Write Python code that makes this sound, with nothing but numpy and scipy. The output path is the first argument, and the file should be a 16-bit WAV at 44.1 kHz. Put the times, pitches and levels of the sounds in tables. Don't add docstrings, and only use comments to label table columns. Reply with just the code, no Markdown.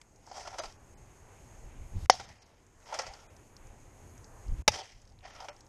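import sys
import numpy as np
from scipy import signal
from scipy.fft import rfft, irfft
from scipy.io import wavfile
from scipy.ndimage import uniform_filter1d

SR = 44100
rng = np.random.default_rng(int(sys.argv[2]) if len(sys.argv) > 2 else 0)


def bounce(signal):
    frames = np.transpose(np.atleast_2d(signal))
    limited = np.clip(frames, -1, 1)
    pcm = np.round(limited * 32767).astype(np.int16)
    wavfile.write(sys.argv[1], SR, pcm)


def nominal_scale(level):
    x = np.asarray(level, float) / 20
    return 10 ** x


N = 250488

# [pitch_hz, level_db per Hz]
AIR_SPECTRUM = [(88, -43.5), (150, -16.5), (196, -3), (289, -2.5), (350, -2), (727, -6), (816, -4),
                (1270, -12), (2350, -15), (4200, -28.5), (4900, -28), (5810, -25.5), (6650, -20.5),
                (10400, -29.5), (13000, -33.5), (14900, -58)]
# [pitch_hz, width_hz, level_db]
MIC_PORT = (6520, 260, 5)
HISS_DB, RUMBLE_DB = -67.5, -58
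# [high level_db, middle level_db]
SNOW_CRUNCH_DB = [-21.5, -11]
# [start_s, depth_db]
GAIN_SINKS = [
    (-.4, -16.5),
    (2.15, -15),
    (4.72, -17.5),
]
SINK_S, RECOVER_S = 0.11, 0.89

# [centre_s, half_length_s, rumble_db, flutter_db]
GUSTS = [(.44, 0.062, -63, -81), (0.687, 0.03, -56, -79), (1.0, 0.11, -64, -79), (1.323, 0.026, -79, -82),
         (1.454, .05, -65, -75), (1.648, 0.058, -48, -86), (1.835, 0.07, -46, -86),
         (1.968, 0.029, -35, -33.5), (2.04, 0.023, -34.5, -50), (2.246, 0.068, -66, -52.5),
         (3.092, 0.022, -52, -72), (3.647, .05, -59, -71), (3.718, 0.021, -63, -58.5),
         (3.872, 0.016, -60, -64.5), (4.117, 0.16, -80.5, -64.5), (4.38, 0.057, -57, -77.5),
         (4.516, 0.042, -32, -54), (4.598, 0.013, -32.5, -40), (4.703, 0.067, -57, -52),
         (4.968, 0.029, -59, -82), (5.119, 0.074, -57.5, -70), (5.36, 0.13, -64, -85)]
BREEZE_DB, BREEZE_FLUTTER_DB = -58.5, -58.5

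# [start_s, peak_db,
# pitch_hz]
TICKS = [(0.015, -40, 6050), (0.015, -41, 1960), (0.16, -49.5, 5970), (0.266, -43, 5750),
         (.7237, -45, 5420), (2.058, -38.5, 1785), (2.058, -47, 6000), (2.198, -38, 3000),
         (2.3247, -50.5, 5840), (2.6657, -54.5, 6420), (2.8024, -56, 6400), (2.8273, -55.5, 2800),
         (2.8398, -53, 6450), (2.8787, -43.5, 5080), (3.365, -45.5, 5570), (3.5662, -41, 5400),
         (3.6696, -48, 6360), (4.0004, -58, 6800), (4.178, -46, 6230), (4.2437, -39.5, 5670),
         (4.4694, -53.5, 6400), (4.482, -49, 5370), (4.9194, -49, 5170), (5.0173, -47, 6200),
         (5.0527, -51, 5300), (5.0759, -51, 5400), (5.099, -53, 5290), (5.1215, -54, 5240),
         (5.1891, -53.5, 3970), (5.485, -32, 2220), (5.5641, -46.5, 5630), (5.6067, -42, 5700),
         (5.6653, -50, 5770), (5.2074, -53, 2660)]
TICK_WIDTH_HZ = 2200

# [full_pressure_s, held_s, level_db, panels_db over, edges_and_mount_db over]
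DRAGS = [
    (0.33, 0.36, -61, -2.5, -0.5),
    (2.121, 0.11, -62, 2.5, -1.5),
    (2.922, 0.15, -53, -2, -6.5),
    (4.7, 0.082, -57, 6, 4.5),
    (5.25, 0.17, -59, -1.5, -8.5),
]
PRESS_DB_PER_S = [164, 165, 220.5, 165, 600]
RELEASE_DB_PER_S = [247, 54.8, 84.7, 93, 80]
# [start_s, peak_db, brightness_db, t60_s]
SLIPS = [(0.274, -40, -11, 0.021), (0.314, -35, -10, 0.033), (0.344, -43, -6, 0.12), (0.363, -37, -12, 0.2),
         (.378, -48, 3, 0.034), (0.394, -51, 3, 0.2), (0.451, -38, -17, 0.15), (0.472, -30.5, -6, 0.043),
         (.528, -40, -12, 0.064), (0.541, -35.5, -14, 0.075), (0.583, -28.5, -6, 0.13),
         (.5895, -35.5, -3, 0.034), (0.5975, -29, 1, 0.022), (0.635, -29, -9.5, 0.086),
         (0.655, -54, 16, 0.034), (2.865, -45, -11, 0.071), (2.887, -42, -20, 0.041),
         (2.899, -46, -12, 0.033), (2.925, -30.5, -10, 0.077), (2.94, -33, 3, 0.088), (2.969, -50, 1, 0.04),
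         (2.9883, -24, 0, 0.063), (3.016, -47, 15, 0.029), (3.065, -38.5, 3, 0.059),
         (3.135, -40, 0.5, 0.039), (3.164, -56, 3, 0.06), (5.228, -53, -16, 0.066),
         (5.252, -39.5, -7.5, 0.04), (5.3, -58, -2, 0.04), (5.349, -47, -2, 0.041), (5.361, -44, -3, .03),
         (5.402, -37, -5.5, 0.062), (5.423, -41.5, -16, 0.12), (5.444, -45, -3, 0.082),
         (5.485, -29, -11.5, 0.066)]
# [start_s, peak_db, brightness_db, t60_s]
RATTLES = [(2.113, -41, 7, 0.18), (2.139, -34.5, -16.5, 0.039), (2.197, -31.5, -7.5, 0.054),
           (2.288, -49, 3.5, 0.029), (2.419, -58, 1, 0.06), (4.7183, -35.5, 2, 0.038),
           (4.738, -32, -2, 0.065), (4.754, -31.5, -5, 0.084), (4.787, -35.5, -6, 0.081),
           (4.809, -42.5, -16, 0.077), (4.844, -44, -15, 0.021)]
# [pitch_hz, width_hz, level_db]
CASE_MODES = [
    [(410, 160, -12), (593.5, 120, -2.5), (762, 170, 3), (899, 130, -1), (1090, 120, -8), (1345, 140, -2)],
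    [(1905, 465, 5), (2380, 850, 1), (3166, 430, 2), (3805, 670, -4.5)],
    [(4160, 570, -8), (4870, 850, 3.5), (5460, 1100, 7.5), (6240, 700, -0.5), (7500, 1300, -8),
     (9200, 1800, -16)],
]
GRIT_DB = [-3, -3.5, -0.5]
SLIP_RISE_S, SNAP_DB = 0.0014, -5

# [start_s, level_db, pitch_hz]
THUDS = [
    (.597, -34, 630),
    (2.14, -41.5, 719),
    (2.2, -44, 800),
    (2.926, -42, 594),
    (2.99, -35, 531),
    (5.485, -38.5, 590),
]
THUD_T60_S = 0.12
# [start_s, level_db, pitch_hz, t60_s]
PINGS = [
    (.597, -28, 4900, .02),
    (.657, -38, 4850, .02),
    (2.0985, -5.5, 5200, .014),
    (2.1062, -21, 5800, .014),
    (2.1142, -32, 4500, .014),
    (4.6786, -3, 5450, .011),
]
# [level_db, decay_s]
BUCKLES = [
    (-16, 0.002),
    (-14.5, 0.0039),
]

# [centre_s, half_length_s, level_db]
SWISHES = [
    (2.03, .07, -62),
    (4.599, 0.039, -68.5),
]

CONTACTS_S = [
    (2.0976, 2.0984, 2.0996),
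    (4.6783, 4.6800, 4.6829, 4.6862),
]
# [level_db, length_s]
PUSHES = [
    [(-3, 0.0004), (5, 0.0005), (-6.5, 0.00044)],
    [(-13, 0.0005), (-27, 0.0002), (-5.5, 0.00049), (-17, 0.00099)],
]
# [pitch_hz, level_db, t60_s]
BODY_MODES = [
    [(540, -6, 0.032), (680.7, -18, 0.03), (735, 1, 0.021), (756, -26.5, 0.13), (990, -8.5, 0.005),
     (1200, -18.5, 0.012)],
    [(63.7, -7.5, 0.018), (157, -19, 0.026), (571, 2.5, 0.013), (842, -1, 0.03), (1230, -9.5, 0.025)],
]
# [pitch_hz, level_db, t60_s]
SHEET_MODES = [
    [(1915, -15.5, 0.032), (2880, -24, 0.011), (3084, -12.5, 0.019), (3590, -20, 0.025), (4552, -21, 0.015),
     (4514, -13, 0.02), (4990, -17, 0.022), (5310, -17.5, 0.039), (6360, -17.5, 0.03), (6050, -15, 0.02),
     (7400, -25, 0.014), (7750, -21.5, 0.017), (8800, -35, 0.043), (9930, -33, 0.024), (11400, -41, 0.0055)],
    [(1800, -19.5, 0.026), (2128, -17, 0.032), (2510, -22, 0.051), (2880, -30, 0.023), (3624, -20, 0.028),
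     (3710, -27.5, 0.064), (3960, -20.5, 0.008), (4720, -19.5, 0.046), (5214, -10.5, 0.023),
     (5630, -11.5, 0.028), (6126, -26, 0.05), (6540, -21, 0.036), (7230, -24, 0.031), (8060, -32.5, 0.025),
     (8900, -33.5, .025), (10780, -32.5, 0.0075), (12690, -42, .02)],
]
FOLD_S = [.0016, .0007]
WARP_HZ = 190
# [level_db, decay_s]
TEARS = [
    (-26.5, 0.0013),
    (-22.5, 0.0055),
]

# [start_s, end_s, level_db]
DUCKS = [
    (2.061, 2.0974, -24),
    (4.622, 4.678, -26),
]
TOP_HZ = 13900
# [centre_s, length_s, above_hz, share kept]
THIN_MOMENTS = [(.31, .03, 8000, .3), (.606, .016, 7000, 0), (.61, .025, 2400, .4), (.78, .025, 3000, .5),
                (.958, .03, 2200, .3), (2.124, .022, 7200, 0), (2.27, .025, 5500, .4), (2.4, .03, 3000, .4),
                (2.445, .025, 5000, .4), (3.004, .014, 9000, .2), (3.104, .025, 7000, .3),
                (3.285, .03, 2000, .3), (4.832, .02, 2500, .5), (4.25, .025, 8000, .4),
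                (5.255, .03, 7000, .3), (5.322, .025, 7000, .3), (5.512, .03, 3200, .3),
                (5.63, .03, 8500, .3)]


def band(x, hz, width):
    return signal.lfilter(*signal.iirpeak(min(hz, .45 * SR), hz / width, SR), x)


def unit(x):
    return x / np.sqrt(np.mean(x ** 2))


def walk(rate):
    k = int(SR / rate)
    steps = np.repeat(rng.standard_normal(N // k + 1), k)
    return 0.88 * uniform_filter1d(uniform_filter1d(steps, k), k)[:N]


def add(out, s, x):
    i = int(s * SR)
    out[i:i + len(x)] += x[:N - i]


def decay(t, t60):
    return np.exp(-np.log(1000) * t / t60)


def puff(s, half_s):
    return np.exp(-((np.arange(N) / SR - s) / half_s) ** 2)


def grit(size, spread_db):
    level_db = spread_db * np.minimum(rng.exponential(size=size), 4)
    return unit(rng.standard_normal(size) * nominal_scale(level_db))


def background_gain():
    t, gain_db = np.arange(N) / SR, np.zeros(N)
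    for s, depth_db in GAIN_SINKS:
        since = np.maximum(t - s, 0)
        gain_db += depth_db * (1 - np.exp(-since / SINK_S)) * np.exp(-since / RECOVER_S)
    return nominal_scale(gain_db)


def blade_pressure():
    t, out = np.arange(N) / SR, np.zeros((3, N))
    for (s, held, db, *above_db), press, release in zip(DRAGS, PRESS_DB_PER_S, RELEASE_DB_PER_S):
        after_blow = min(abs(s - contacts[0]) for contacts in CONTACTS_S) < .06
        if after_blow:
            rise_db = np.where(t < s, -200., 0.)
        else:
            rise_db = press * np.minimum(t - s, 0)
        shape_db = db + rise_db - release * np.maximum(t - s - held, 0)
        out += nominal_scale(shape_db + np.array([0, *above_db])[:, None])
    return out


def open_air(gain, force):
    hz = np.fft.rfftfreq(N, 1 / SR)
    points, db = np.transpose(AIR_SPECTRUM)
    spectrum = rfft(rng.standard_normal(N)) * nominal_scale(np.interp(np.log(hz + 1), np.log(points), db))
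    edges = [0, 400, 900, 2000, 4000, 9000, SR]
    parts = []
    for lo, hi in zip(edges, edges[1:]):
        parts.append(nominal_scale(2.2 * walk(14)) * irfft(spectrum * (hz >= lo) * (hz < hi), N))
    high = unit(sum(parts[4:]))
    port_hz, port_width, port_db = MIC_PORT
    high = high + nominal_scale(port_db) * band(high, port_hz, port_width)
    high_crunch_db, middle_crunch_db = SNOW_CRUNCH_DB
    crunch = nominal_scale(high_crunch_db) * high + nominal_scale(middle_crunch_db) * unit(sum(parts[1:4]))
    background = nominal_scale(HISS_DB) * high + nominal_scale(RUMBLE_DB) * unit(sum(parts[:4]))
    return gain * background + force * crunch


def wind(gain):
    puffs = sum(nominal_scale(np.array(db))[:, None] * puff(s, half_s) for s, half_s, *db in GUSTS)
    slow, fast = puffs + gain * nominal_scale(np.array([[BREEZE_DB], [BREEZE_FLUTTER_DB]]))
    rumble = band(band(band(rng.standard_normal(N), 22, 40), 22, 82), 45, 150)
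    flutter = band(band(band(rng.standard_normal(N), 87, 53), 89, 100), 110, 210)
    return nominal_scale(0.34 * walk(25)) * (slow * unit(rumble) + fast * nominal_scale(2.4 * walk(29)) * unit(flutter))


def ticks():
    out, t = np.zeros(N), np.arange(1500) / SR
    for s, db, hz in TICKS:
        click = rng.standard_normal(len(t)) * np.exp(-t / 0.0031)
        click = band(band(click, hz, TICK_WIDTH_HZ), hz, 1.2 * TICK_WIDTH_HZ)
        add(out, s, nominal_scale(db + 2.5) * click)
    return out


def case_ring(force, modes, shift_db=0., rough_level=0.):
    out = 0
    for hz, width, db in modes:
        rough = rough_level * grit(N, 2.9) if shift_db else 0
        ring = band(band(force + rough, hz, 2 * width), hz, width)
        out = out + nominal_scale(db + shift_db * walk(30)) * ring
    return out


def scraping(force):
    snaps, t = np.zeros((3, N)), np.arange(6000) / SR
    levels = force * nominal_scale(1 + 3.5 * walk(200))
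    for s, db, bright_db, t60 in SLIPS + RATTLES:
        slip = (1 - np.exp(-t / SLIP_RISE_S)) * decay(t, max(t60, .005))
        part_db = db + np.array([0, 0.65 * bright_db - 3.0, bright_db])
        for level, gain in zip(levels, nominal_scale(part_db - 7.0)):
            add(level, s, slip * gain)
        snaps[:, int(s * SR)] = nominal_scale(part_db + SNAP_DB - np.array([0, 1.5, 4]))
    snaps = uniform_filter1d(snaps, size=3) * nominal_scale(-2.5)
    levels = levels * nominal_scale(np.array(GRIT_DB))[:, None]
    click, out = signal.unit_impulse(N), 0
    for level, snap, modes in zip(levels, snaps, CASE_MODES):
        answer = case_ring(click, modes)
        out = out + case_ring(snap / np.abs(answer).max(), modes, 3.5, level / np.linalg.norm(answer))
    return out


def thuds_and_buckling():
    out, t = np.zeros(N), np.arange(6000) / SR
    for s, db, hz, t60 in [(*row, THUD_T60_S) for row in THUDS] + PINGS:
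        knock = np.sin(2 * np.pi * hz * t) * (1 - np.exp(-t / 0.0011)) * decay(t, t60)
        add(out, s, nominal_scale(db) * knock)
    for times, (db, decay_s) in zip(CONTACTS_S, BUCKLES):
        crunch = unit(band(band(grit(len(t), 2), 3600, 5000), 3600, 5000))
        add(out, times[0], nominal_scale(db) * crunch * (1 - np.exp(-t / 0.0013)) * np.exp(-t / decay_s))
    return out


def swish():
    rush = unit(band(rng.standard_normal(N), 4000, 5000))
    return sum(nominal_scale(db) * puff(s, half_s) for s, half_s, db in SWISHES) * rush


def edge_tear(t, db, decay_s):
    noise = band(band(rng.standard_normal(len(t)), 8000, 4900), 5700, 5400)
    return nominal_scale(db) * noise * (1 - np.exp(-t / 0.0025)) * np.exp(-t / decay_s)


def body_ring(t, modes):
    ring = sum(nominal_scale(db) * np.cos(2 * np.pi * hz * t) * decay(t, t60) for hz, db, t60 in modes)
    return signal.lfilter(*signal.butter(2, 0.6 * modes[0][0], "high", fs=SR), ring)


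def sheet_mode(t, hz, db, t60, fold_s):
    waver = unit(uniform_filter1d(rng.standard_normal(len(t)), size=40))
    phase = 2 * np.pi * (rng.random() + np.cumsum(hz + WARP_HZ * waver) / SR)
    swell = 1 - np.exp(-(t / fold_s) ** 2)
    return nominal_scale(db + 1.5) * swell * decay(t, t60) * np.sin(phase)


def chops():
    out, t = np.zeros(N), np.arange(8192) / SR
    blows = zip(CONTACTS_S, PUSHES, BODY_MODES, SHEET_MODES, FOLD_S, TEARS)
    for times, pushes, body, sheet, fold_s, tear in blows:
        add(out, times[0], edge_tear(t, *tear))
        ring = body_ring(t, body)
        for s, (push_db, push_s) in zip(times, pushes):
            push = -np.sin(np.pi * np.minimum(t / push_s, 1)) ** 2 / (push_s * SR / 2)
            add(out, s, nominal_scale(push_db - 8.0) * signal.fftconvolve(push, ring))
        for hz, db, t60 in sheet:
            add(out, times[0], sheet_mode(t, hz, db, t60, fold_s))
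    return out


def scene():
    force, gain = blade_pressure(), background_gain()
    background = open_air(gain, force[0]) + wind(gain) + ticks()
    return (background + scraping(force) + thuds_and_buckling() + swish() + chops())[None]


def band_limit(x):
    return signal.sosfilt(signal.butter(12, 15070, fs=SR, output="sos"), x)


def record(dry):
    gain_db = np.zeros(N)
    for start, end, db in DUCKS:
        gain_db[int(start * SR):int(end * SR)] = db
    gain = uniform_filter1d(nominal_scale(gain_db), 40)
    keep = np.exp(-1 / (0.013 * SR))
    bass_gain = np.maximum(gain, 1 + signal.lfilter([1 - keep], [1, -keep], gain - 1))
    bass = signal.sosfiltfilt(signal.butter(2, 160, fs=SR, output="sos"), dry)
    x = bass * bass_gain + (dry - bass) * gain
    x = x / (1 + (x / .93) ** 6) ** (1 / 6)
    x = signal.sosfilt(signal.butter(8, TOP_HZ, fs=SR, output="sos"), x)
    for s, length, above_hz, kept in THIN_MOMENTS:
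        i, size = int((s - .6 * length) * SR), int(1.2 * length * SR)
        hz = np.fft.rfftfreq(size, 1 / SR)
        kept_draw = rng.random(200)[(hz // 170).astype(int)]
        lost = (hz > above_hz) & (kept_draw > kept)
        piece = x[0, i:i + size] * signal.windows.tukey(size, .35)
        add(x[0], (i + .5) / SR, -irfft(rfft(piece) * lost, size))
    return band_limit(x)


dry = scene()
out = record(dry)
bounce(out)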